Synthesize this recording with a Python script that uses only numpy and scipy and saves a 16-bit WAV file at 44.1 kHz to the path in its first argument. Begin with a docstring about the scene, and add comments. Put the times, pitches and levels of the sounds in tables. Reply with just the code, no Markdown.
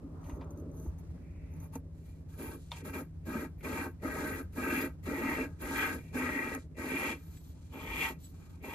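"""A metal cone is lowered into its cup, held in a bench vise, and turned to and fro by hand on grinding paste.
Random grit in the joint shakes the ringing modes of bench, cup and hard rim, and also hisses directly.
Ticks, knocks, light scuffs, thin squeaks and a soft wash of noise surround the strokes.
Behind it all a far machine throbs as a stack of shaft orders, over the noise of the shop air."""
import sys
import numpy as np
from scipy import signal
from scipy.fft import rfft, irfft, next_fast_len
from scipy.io import wavfile

SR = 44100
rng = np.random.default_rng(int(sys.argv[2]) if len(sys.argv) > 2 else 0)


def int16_out(signal):
    """Quantize to a 16-bit WAV file."""
    q = np.round(np.clip(np.atleast_2d(signal).T, -1, 1) * 32767)
    wavfile.write(sys.argv[1], SR, q.astype(np.int16))


def rack_gain(trim_db):
    """Turn a fader trim in dB into the linear factor to multiply a signal by."""
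    fader = np.asarray(trim_db, float)
    return 10 ** (fader / 20)


N = 385434
SIZE = next_fast_len(N + SR // 2)  # room for ringing after the end
HZ = np.fft.rfftfreq(SIZE, 1 / SR)
T = np.arange(N) / SR

# Modes of the hard rim, then of the cone itself, which rings mostly while it hangs free. Each row: pitch in Hz,
# width in Hz, relative level in dB, left over right in dB, phase lead of the left in radians.
RIM_MODES = [(10580, 80, -10, 0, -2), (10960, 45, 0, -1, -2.8), (11150, 120, -6, 0, 3.1),
             (13200, 50, -10, 0, .1), (14330, 60, -17, 0, -.6), (14480, 60, -15, 0, -1)]
CONE_MODES = [(4600, 180, -13.5, 0.0073, -17.5), (6160, 270, 7.5, 0.04, 2.5), (6560, 120, 6, 0.0027, 3),
              (8200, 380, -4, 0.029, 4.5), (11500, 140, -23, 0.025, -1), (11900, 260, 2, 0.026, 8),
              (14030, 100, -11, 0.019, -3.5)]


def to_db(gain):
    """A factor to decibels."""
    return 20 * np.log10(gain + 1e-6)


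def evened(x):
    """Scales to rms 1."""
    return x / np.sqrt(np.mean(abs(x) ** 2) + 1e-20)


def read(f, value):
    """Reads a spectrum table at every bin, along log frequency."""
    return np.interp(np.log(HZ + 1), np.log(np.add(f, 1)), value)


def through(x, response):
    """Filters x by a frequency response, or by one for each ear."""
    return irfft(rfft(x, SIZE) * response, SIZE)[..., :N]


def wander(hz):
    """Slow chance, rms 1, up to about hz."""
    return evened(through(rng.standard_normal(N), 1 / (1 + (HZ / hz) ** 2)))


def modes(table, narrower=1, third=None):
    """Response of a ringing body at both ears (or of its low, middle or high third); neighbours alternate in sign."""
    out = np.zeros((2, len(HZ)), complex)
    for k, (hz, width, db, pan_db, lead) in enumerate(table):
        if third in (None, k * 3 // len(table)):
            detuning = narrower * (HZ ** 2 - hz ** 2) / ((HZ + 1) * width)
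            ring = (-1) ** k / (1 + 1j * detuning) ** 1.527
            ears = np.array([[rack_gain(pan_db / 2) * np.exp(1j * lead)], [rack_gain(-pan_db / 2)]])
            out += ring * rack_gain(db) * ears
    return out


def grit(per_s, spread_db, clump_db):
    """Grains crushed at random moments, a few large, coming in clumps."""
    size_db = spread_db * np.minimum(rng.exponential(1, N), 5) + clump_db * wander(hz=30.6)
    crushed = rng.random(N) < per_s / SR
    return evened(rack_gain(size_db) * rng.standard_normal(N) * crushed)


def shaken(table, level_db, loose, clump_db, shift_db, tilt_db=0):
    """Grit drives a body; a share reaches each ear from other spots, and the moving contact favours other modes."""
    common = grit(7000, 2.3, clump_db)
    drive = common + loose * np.array([grit(9000, 4.9, clump_db) for _ in range(2)])
    out = 0
    for third in range(3):
        favour_db = shift_db * wander(hz=3.2) + tilt_db * (third - 1)
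        out = out + through(rack_gain(level_db + favour_db) * drive, modes(table, third=third))
    return out / np.hypot(1, loose) / np.sqrt(np.mean(abs(modes(table)) ** 2))


def pair(level_db, f, db, same, lead):
    """Grainy noise with a set likeness and phase lead between left and right."""
    a, b = (rfft(rack_gain(level_db) * grit(16000, 1.0, 1.6), SIZE) for _ in range(2))
    same = np.clip(read(f, same), -1, 1)
    left = a * np.exp(1j * read(f, lead))
    right = same * a + np.sqrt(1 - same ** 2) * b
    return irfft(evened(rack_gain(read(f, db))) * [left, right], SIZE)[:, :N]


def machine():
    """Shaft orders, a little spread in time by distance, throb once a turn; each wavers a little."""
    # Each row: time in seconds, turns a second in Hz, level in dB before a half-dB trim.
    speed = [(0, 14.455, -48), (1.75, 14.395, -48), (3.15, 14.437, -47), (3.85, 14.421, -48),
             (4.55, 14.352, -49), (5.25, 14.327, -50), (6.65, 14.306, -51), (8.74, 14.27, -53)]
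    # Each row: multiple of the turning rate, relative level in dB.
    orders = [(1, -46), (2, -31), (3, -39), (4, -4), (5, -2), (6, 1.5), (7, -42), (8, -12), (9, -14.5),
              (10, -16), (11, -2), (12, -20.5), (13, -24.5)]
    s, hz, level_db = np.transpose(speed)
    turns = np.cumsum(np.interp(T, s, hz)) / SR + 0.84
    tones = 0
    for k, db in orders:
        waver_db = 1.1 * wander(hz=0.49)
        tones = tones + rack_gain(db + waver_db) * np.cos(2 * np.pi * k * turns + 0.1514 * k ** 2)
    return rack_gain(np.interp(T, s, level_db) - 0.5) * evened(tones)


def air():
    """The shop's rumble and faint hiss are shaped noise, swelling slowly and sinking over the whole scene."""
    # Each row: frequency in Hz, relative level in dB per Hz.
    spectrum = [(15, -47), (25, -13), (86, 0.5), (126, -12.5), (169, -4.5), (209, -18), (267, -13),
                (410, -27), (2360, -46.5), (3000, -51), (8350, -52), (11500, -54.5), (13200, -56),
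                (15500, -66)]
    # Each row: frequency in Hz, left-right likeness from -1 to 1.
    likeness = [(60, 1), (180, 0.78), (550, 0.27), (1650, 0.28), (4970, -0.86), (15000, -0.16)]
    f, db = np.transpose(spectrum)
    level_db = -49.5 - 4 * (T / T[-1] - .5) + 1.7 * wander(hz=0.61)
    return pair(level_db, f, db, np.interp(f, *np.transpose(likeness)), 0 * f)


def wash():
    """A soft wash, first dull then like cloth: noise shifted around a moving centre, partly alike in the two ears."""
    # Each row: time in seconds, level in dB, centre in Hz.
    path = [(0, -70.5, 946), (.3, -58, 953), (.6, -65.5, 955), (.95, -72, 898), (1.04, -83, 900),
            (1.06, -94, 2090), (1.25, -72.5, 2200), (1.45, -71, 2250), (1.64, -73.5, 2234),
            (1.72, -100, 2280)]
    width_hz = 880
    s, *columns = np.transpose(path)
    db, hz = (np.interp(T, s, c) for c in columns)
    slow = through(rng.standard_normal((2, 2, N)), 1 / (1 + (2 * HZ / width_hz) ** 4))
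    turn = 2 * np.pi * np.cumsum(hz) / SR
    sound = slow[0] * np.cos(turn) + slow[1] * np.sin(turn)
    return rack_gain(db + 1.2 * wander(hz=15)) * evened(sound + 0.14 * sound[::-1])


def scuffs():
    """Gains of light touches that swell, flicker and fade, over the low weight of the hands."""
    # Hands leaning on the bench. Each row: time in seconds, bench level in dB.
    lean = [(0, -60), (.05, -50.5), (.15, -54.5), (.22, -62), (.3, -48), (.45, -51.5), (.6, -51),
            (.85, -50.5), (.92, -62), (1.6, -60.5), (2.3, -63.5), (2.75, -68), (2.83, -46.5), (2.9, -92),
            (7.1, -59), (7.4, -72), (8.74, -68.5)]
    # Fingers and loose cone. Each row: start in seconds, length in seconds, then the levels in dB of
    # cup, upper cup modes, hiss and fizz, before the flicker.
    touches = [(0.218, .17, -71, -72, -69, -78), (.4, 0.049, -64, -70, -82, -92),
               (.5, 0.034, -94, -100, -83, -76), (.55, 0.08, -75, -95, -78, -85),
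               (0.724, 0.19, -72, -90, -73, -73), (0.976, 0.032, -72, -75, -76, -74),
               (1.495, .1, -75, -78, -82, -82), (1.588, 0.091, -65.5, -71.5, -70, -69.5),
               (1.721, 0.067, -61.5, -63.5, -65.5, -70), (1.917, .33, -83, -79, -76.5, -87),
               (2.273, 0.15, -70, -76.5, -71.5, -79), (2.56, 0.19, -91, -80, -69.5, -85),
               (2.707, 0.12, -59, -54.5, -57, -72), (3.576, 0.05, -80, -74, -83, -76),
               (4.518, .06, -74, -74, -73, -74), (5.025, .05, -70, -70, -67.5, -67),
               (5.465, 0.16, -74, -82, -78, -97), (5.589, 0.038, -71, -81, -73, -74),
               (5.962, 0.18, -80, -63, -72.5, -81), (6.564, 0.11, -101, -92, -67.5, -92),
               (7.157, 0.24, -75.5, -73.5, -69.5, -69), (7.334, 0.23, -94, -85, -69.5, -71),
               (7.51, 0.52, -78, -75, -71.5, -85), (8.186, 0.15, -92, -89, -65.5, -65.5),
               (8.304, 0.31, -71, -72, -70.5, -78)]
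    out = np.zeros((5, N))
    out[0] = rack_gain(np.interp(T, *np.transpose(lean)))
    for s, length, *level_db in touches:
        at = slice(round(s * SR), round((s + length) * SR))
        progress = np.clip((T[at] - s) / length, 0, 1)
        swell = abs(np.sin(np.pi * progress ** 0.84)) ** 0.88  # peaks a little early
        out[1:, at] += np.outer(rack_gain(level_db), swell)
    out[1:] *= rack_gain(1.5 * wander(hz=25.7))
    return out


def knocks():
    """A damped tone with a puff of noise around it, rising within a cycle and a half."""
    # Each row: start in seconds, level in dB, pitch in Hz, time to fade by 60 dB in seconds.
    blows = [(0.241, -60, 3250, 0.14), (.04, -32.5, 276, 0.094), (.29, -39.5, 299, 0.14),
             (0.584, -35, 297, 0.085), (0.853, -33.5, 322, 0.06), (.297, -38, 980, 0.035),
             (0.297, -51, 2810, 0.079), (0.329, -22.5, 59.7, 0.083), (.412, -41.5, 1006, 0.068),
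             (0.411, -55.5, 3600, 0.11), (.86, -43, 880, 0.051), (0.87, -26.5, 65.65, 0.19),
             (1.178, -53, 1490, 0.025), (1.756, -28.5, 265, 0.081), (1.756, -36, 466, 0.073),
             (1.756, -33.5, 903, 0.037), (2.717, -38.5, 950, 0.15), (2.717, -29, 3600, 0.02),
             (2.718, -41, 4150, 0.05), (2.718, -42.5, 3250, 0.15), (3.353, -26, 227, 0.15),
             (3.608, -51, 2250, 0.071), (4.534, -65, 2100, 0.3), (4.81, -41.5, 4840, 0.076),
             (5.618, -37, 48.5, 0.41), (6.155, -28, 253, 0.4), (7.371, -56, 2720, 0.058),
             (7.88, -34, 52.6, 0.4)]
    out, t = np.zeros(N), T[:SR // 2]
    for (s, db, hz, t60), noise in zip(blows, rng.standard_normal((len(blows), len(t)))):
        band = signal.butter(2, [hz / 1.9, hz * 1.11], "band", fs=SR)
        puff = evened(signal.lfilter(*band, noise))
        share = np.clip(-db / 70 * (hz > 500), .2, .85)  # soft high knocks are more crack than tone
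        sound = (1 - share) * np.sin(2 * np.pi * hz * t) + share * 0.56 * puff
        rise = 1 - np.exp(-t * hz / 0.5)
        out[round(s * SR):][:len(t)] += rack_gain(db - 60 * t / t60) * rise * sound
    return out


def ticks():
    """Metal ticks, mostly before the cone is seated: a short crack, then a longer or shorter ring."""
    # Each row: start in seconds, level in dB, time in which an added fade takes 60 dB off the ring in seconds.
    hits = [(0.2154, -66, 0.15), (0.2957, -55, 0.15), (0.4444, -64, 0.15), (0.5065, -52.5, 0.25),
            (0.5747, -57, 0.16), (0.5994, -58, 0.16), (0.715, -61, 0.15), (0.771, -55, 0.15),
            (0.7994, -53, 0.16), (0.9874, -61, 0.19), (1.538, -60, 0.15), (1.602, -54, 0.23),
            (1.755, -41.5, 0.075), (6.5494, -33.5, 0.017), (8.5944, -70, 0.15)]
    out, t = np.zeros((2, N)), T[:SR // 2]
    ring = irfft(modes(RIM_MODES + CONE_MODES, narrower=2.8), SIZE)[:, :len(t)]
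    ring /= abs(ring).max()
    crack_gain = rack_gain(-1.5 - 60 * t[:200] / 0.0049)
    for (s, db, t60), crack in zip(hits, rng.standard_normal((len(hits), 2, 200))):
        sound = ring * rack_gain(-60 * t / t60)
        sound[:, :200] += crack_gain * np.diff(crack, prepend=0)
        part = out[:, round(s * SR):][:, :len(t)]
        part += rack_gain(db) * sound[:, :part.shape[1]]
    return out


def squeaks():
    """Thin wavering sines: a faint low tone and two brief squeaks."""
    # Each row: start in seconds, end in seconds, pitch in Hz, level in dB.
    tones = [(0.23, 0.74, 573, -61), (0.747, 2.01, 565, -72), (7.35, 7.412, 7850, -66),
             (8.225, 8.278, 7820, -56)]
    out = np.zeros(N)
    for start, end, hz, db in tones:
        swell = np.clip(np.minimum(T - start, end - T) / .02, 0, 1)
        out += rack_gain(db) * swell * np.sin(2 * np.pi * hz * T + .4 * wander(hz=hz / 200))
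    return out


def strokes(upper_db, hiss_db, fizz_db):
    """Gains of bench, cup, upper modes, hiss and fizz: load, bite, speed up, slow down, let go."""
    # Turns of the cone. Each row: bite of the grit in seconds, time to top speed in seconds, length in seconds,
    # bench level in dB before the jolt, cup level in dB at top speed, then how far the speed is
    # under its top at the bite in dB and at the stop in dB.
    turns = [(2.373, 0.015, .17, -47, -53.5, 10, 5.5), (2.833, 0.035, 0.068, -46.5, -52, 1, 3),
             (2.92, .015, 0.09, -44, -47, 15, 6.5), (3.246, 0.11, .2, -43, -49, 7, 5),
             (3.622, 0.16, 0.24, -40.5, -44, 3, 4.5), (4.012, 0.19, 0.39, -40, -43, 6, 6.5),
             (4.547, 0.22, 0.31, -39, -39.5, 10.5, 6), (5.047, .25, 0.4, -38.5, -43, 7, 7.5),
             (5.594, 0.21, .37, -40.5, -37.5, 14.5, 15), (6.121, 0.054, .43, -41.5, -43, 10, 5.5),
             (6.761, .3, .36, -42, -43.5, 9, 2), (7.712, .33, 0.4, -46.5, -46, 13, 11.5),
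             (8.62, 0.1, .15, -49, -54, 3.5, -5)]
    # Level gained per dB of speed, in dB: bench, cup, upper cup modes, hiss, fizz.
    follow = [0.27, 0.92, 1.55, 0.75, 0.65]
    # The hand loads the joint just before the bite: dB relative to the stroke, in the same order.
    creep_db = [-15.5, -30, -14, -18, -28]
    creep_s, bite_s = 0.024, 0.024
    jolt_db, jolt_s = 4, 0.16  # the bite jolts the bench
    treble_share, treble_from_db = 0.69, -43.5  # hiss and fizz follow the strength of a stroke only in part
    release_db_per_s = np.array([357, 433, 433, 433, 433])
    out = np.zeros((5, N))
    for s, top, length, bench_db, cup_db, start_db, stop_db in turns:
        at = slice(round((s - creep_s) * SR), round((s + length + .25) * SR))
        t = T[at] - s
        speeding = np.clip(1 - t / top, 0, 1)
        slowing = np.clip((t - top) / (length - top), 0, 1) ** 1.73
        speed_db = -start_db * speeding - stop_db * slowing
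        part_db = treble_share * (cup_db - treble_from_db)
        peak_db = [bench_db + jolt_db * np.exp(-abs(t) / jolt_s), cup_db + 0 * t, cup_db + upper_db[at],
                   hiss_db[at] + part_db, fizz_db[at] + part_db]
        release_db = np.outer(release_db_per_s, np.maximum(t - length, 0))
        level_db = peak_db + np.outer(follow, speed_db) - release_db
        creep = np.outer(rack_gain(creep_db), np.minimum(1 + t / creep_s, 1))
        out[:, at] += rack_gain(level_db) * np.maximum(np.clip(t / bite_s, 0, 1), creep)
    judder_db = np.outer([0.5, 0.235, 0.335, 0.25, 0.2], wander(hz=5))
    return out * rack_gain(judder_db)


def lapping():
    """Strokes and scuffs drive bench, cup, rim, cone and bare hiss."""
    # Modes of vise and bench, of cup and shaft, and of the upper cup. Each row: pitch in Hz, width in Hz,
    # relative level in dB, left over right in dB, phase lead of the left in radians.
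    bench_modes = [(200, 60, -14, 0, 0), (262, 45, 0, 0, .1), (290, 40, -3, 0, 0), (345, 55, -6, -2, .2),
                   (445, 45, -8, 0, .2), (525, 55, -14, 0, .6), (625, 50, -14, 1, .4)]
    cup_modes = [(770, 90, -12, 2, -.3), (905, 75, -5, 0, .2), (1100, 55, -9, 4, .6),
                 (1250, 65, -3.5, 9, .6), (1350, 60, -7, 5, 0), (1450, 70, -10, 0, 2.5),
                 (1550, 50, 0, 3, .3), (1640, 80, -2, 4, -1)]
    upper_modes = [(1880, 100, 0, 2, -2.4), (1945, 45, -1, 2, 0), (2110, 85, -3, 3, 2.3),
                   (2260, 95, -2, 2, 3), (2390, 75, 0, 1, -.2), (2700, 75, -7, -1, -.4),
                   (2960, 150, -21, 0, 3), (3300, 250, -24, 0, 1)]
    # Grit heard directly, lower and higher. Each row: frequency in Hz, relative level in dB per Hz,
    # left-right likeness from 0 to 1, phase lead of the left in radians.
    hiss_spectrum = [(2340, -11.5, 1, 0), (3600, 0.5, 0.99, 2.5), (5420, -4.5, 0.1, -3.5),
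                     (7000, 0.5, 0.1, -4.5), (9000, -6.5, 0.72, -5), (10600, -4.5, 0.6, -9.5),
                     (11000, -34, .8, -7)]
    fizz_spectrum = [(10000, -42, .9, -1.3), (10300, -13, .9, 1.5), (10800, -10, .97, -2.5),
                     (11400, -7, .995, -3), (11930, 8, 0.86, -3), (13000, 5.5, .97, -7),
                     (14040, -2, 0.81, -6.5), (14400, -14, 0.73, -2), (15600, -40, .6, -2)]
    # Slow change of the joint as the paste works in. Each row: time in seconds, upper modes over cup in dB,
    # hiss in dB, fizz in dB, rim ring over fizz in dB, tilt to the higher modes of the cup in dB and of
    # the upper cup in dB; levels stand before the strokes and trims.
    wear = [(0, 0.1, -56, -59, 10.5, -8, 0), (2.3, -1, -53.5, -54, 12.5, -5, 5),
            (3.4, 1, -54.5, -56, 5, -1.7, 3), (4.2, -1.5, -55.5, -60.5, 11, -2.1, .1),
            (4.75, 3.1, -53.5, -54.5, 6.5, 0.6, 4.5), (5.3, 5, -54.5, -59, 6.5, -3.5, 0.5),
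            (5.8, 5, -52.5, -58.5, 9.5, 2.5, 5), (6.4, 4, -55.5, -60.5, 8, -2, -1.5),
            (7.05, 9.5, -50.5, -57, 9, -1.2, 5), (7.25, 5, -48, -54, -5, -4, 4),
            (7.75, 9.5, -58.5, -55, -19, -4.5, 12.5), (8.05, 15, -46.5, -48, -3, -4.5, 8),
            (8.7, 7.5, -53, -52, -1, -6, 5.5)]
    seated_s, seating_s, loose = 1.84, .4, 0.095  # once settled, only a small share of the cone still rings

    s, *columns = np.transpose(wear)
    upper_db, hiss_db, fizz_db, ring_db, cup_tilt, upper_tilt = (np.interp(T, s, c) for c in columns)
    bench, cup, upper, hiss, fizz = to_db(strokes(upper_db, hiss_db, fizz_db) + scuffs())
    free = np.clip(loose + (seated_s - T) / seating_s, loose, 1)

    body = shaken(bench_modes, bench, 0.27, 1.9, 0.14)
    body += shaken(cup_modes, cup + 0.56, 0.48, 1.0, 1.76, cup_tilt)
    body += shaken(upper_modes, upper + 1.29, 0.7, 1.9, 1.98, upper_tilt)
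    ring = shaken(RIM_MODES, fizz + ring_db, 0.19, 2.6, 1.0)
    ring += free * shaken(CONE_MODES, hiss + 1.0, 1.0, 2.1, 2.8)
    # while the cone hangs free there is less bare hiss
    bare = pair(hiss + 0.9 - 6 * free, *np.transpose(hiss_spectrum))
    bare += pair(fizz + 0.7 - 4 * free, *np.transpose(fizz_spectrum))
    return body + ring + bare


def scene():
    """Work close by, shop behind."""
    return lapping() + ticks() + knocks() + squeaks() + wash() + machine() + air()


def roll_off(x):
    """The treble ends steeply here."""
    return signal.sosfilt(signal.butter(12, 15730, fs=SR, output="sos"), x)


def record(dry):
    """The top treble is cut steeply near 14.9 kHz, leaving a faint trace."""
    mix = through(dry, 1 / (1 + (HZ / 14900) ** 40) + 0.022)
    return roll_off(mix)


dry = scene()
out = record(dry)
int16_out(out)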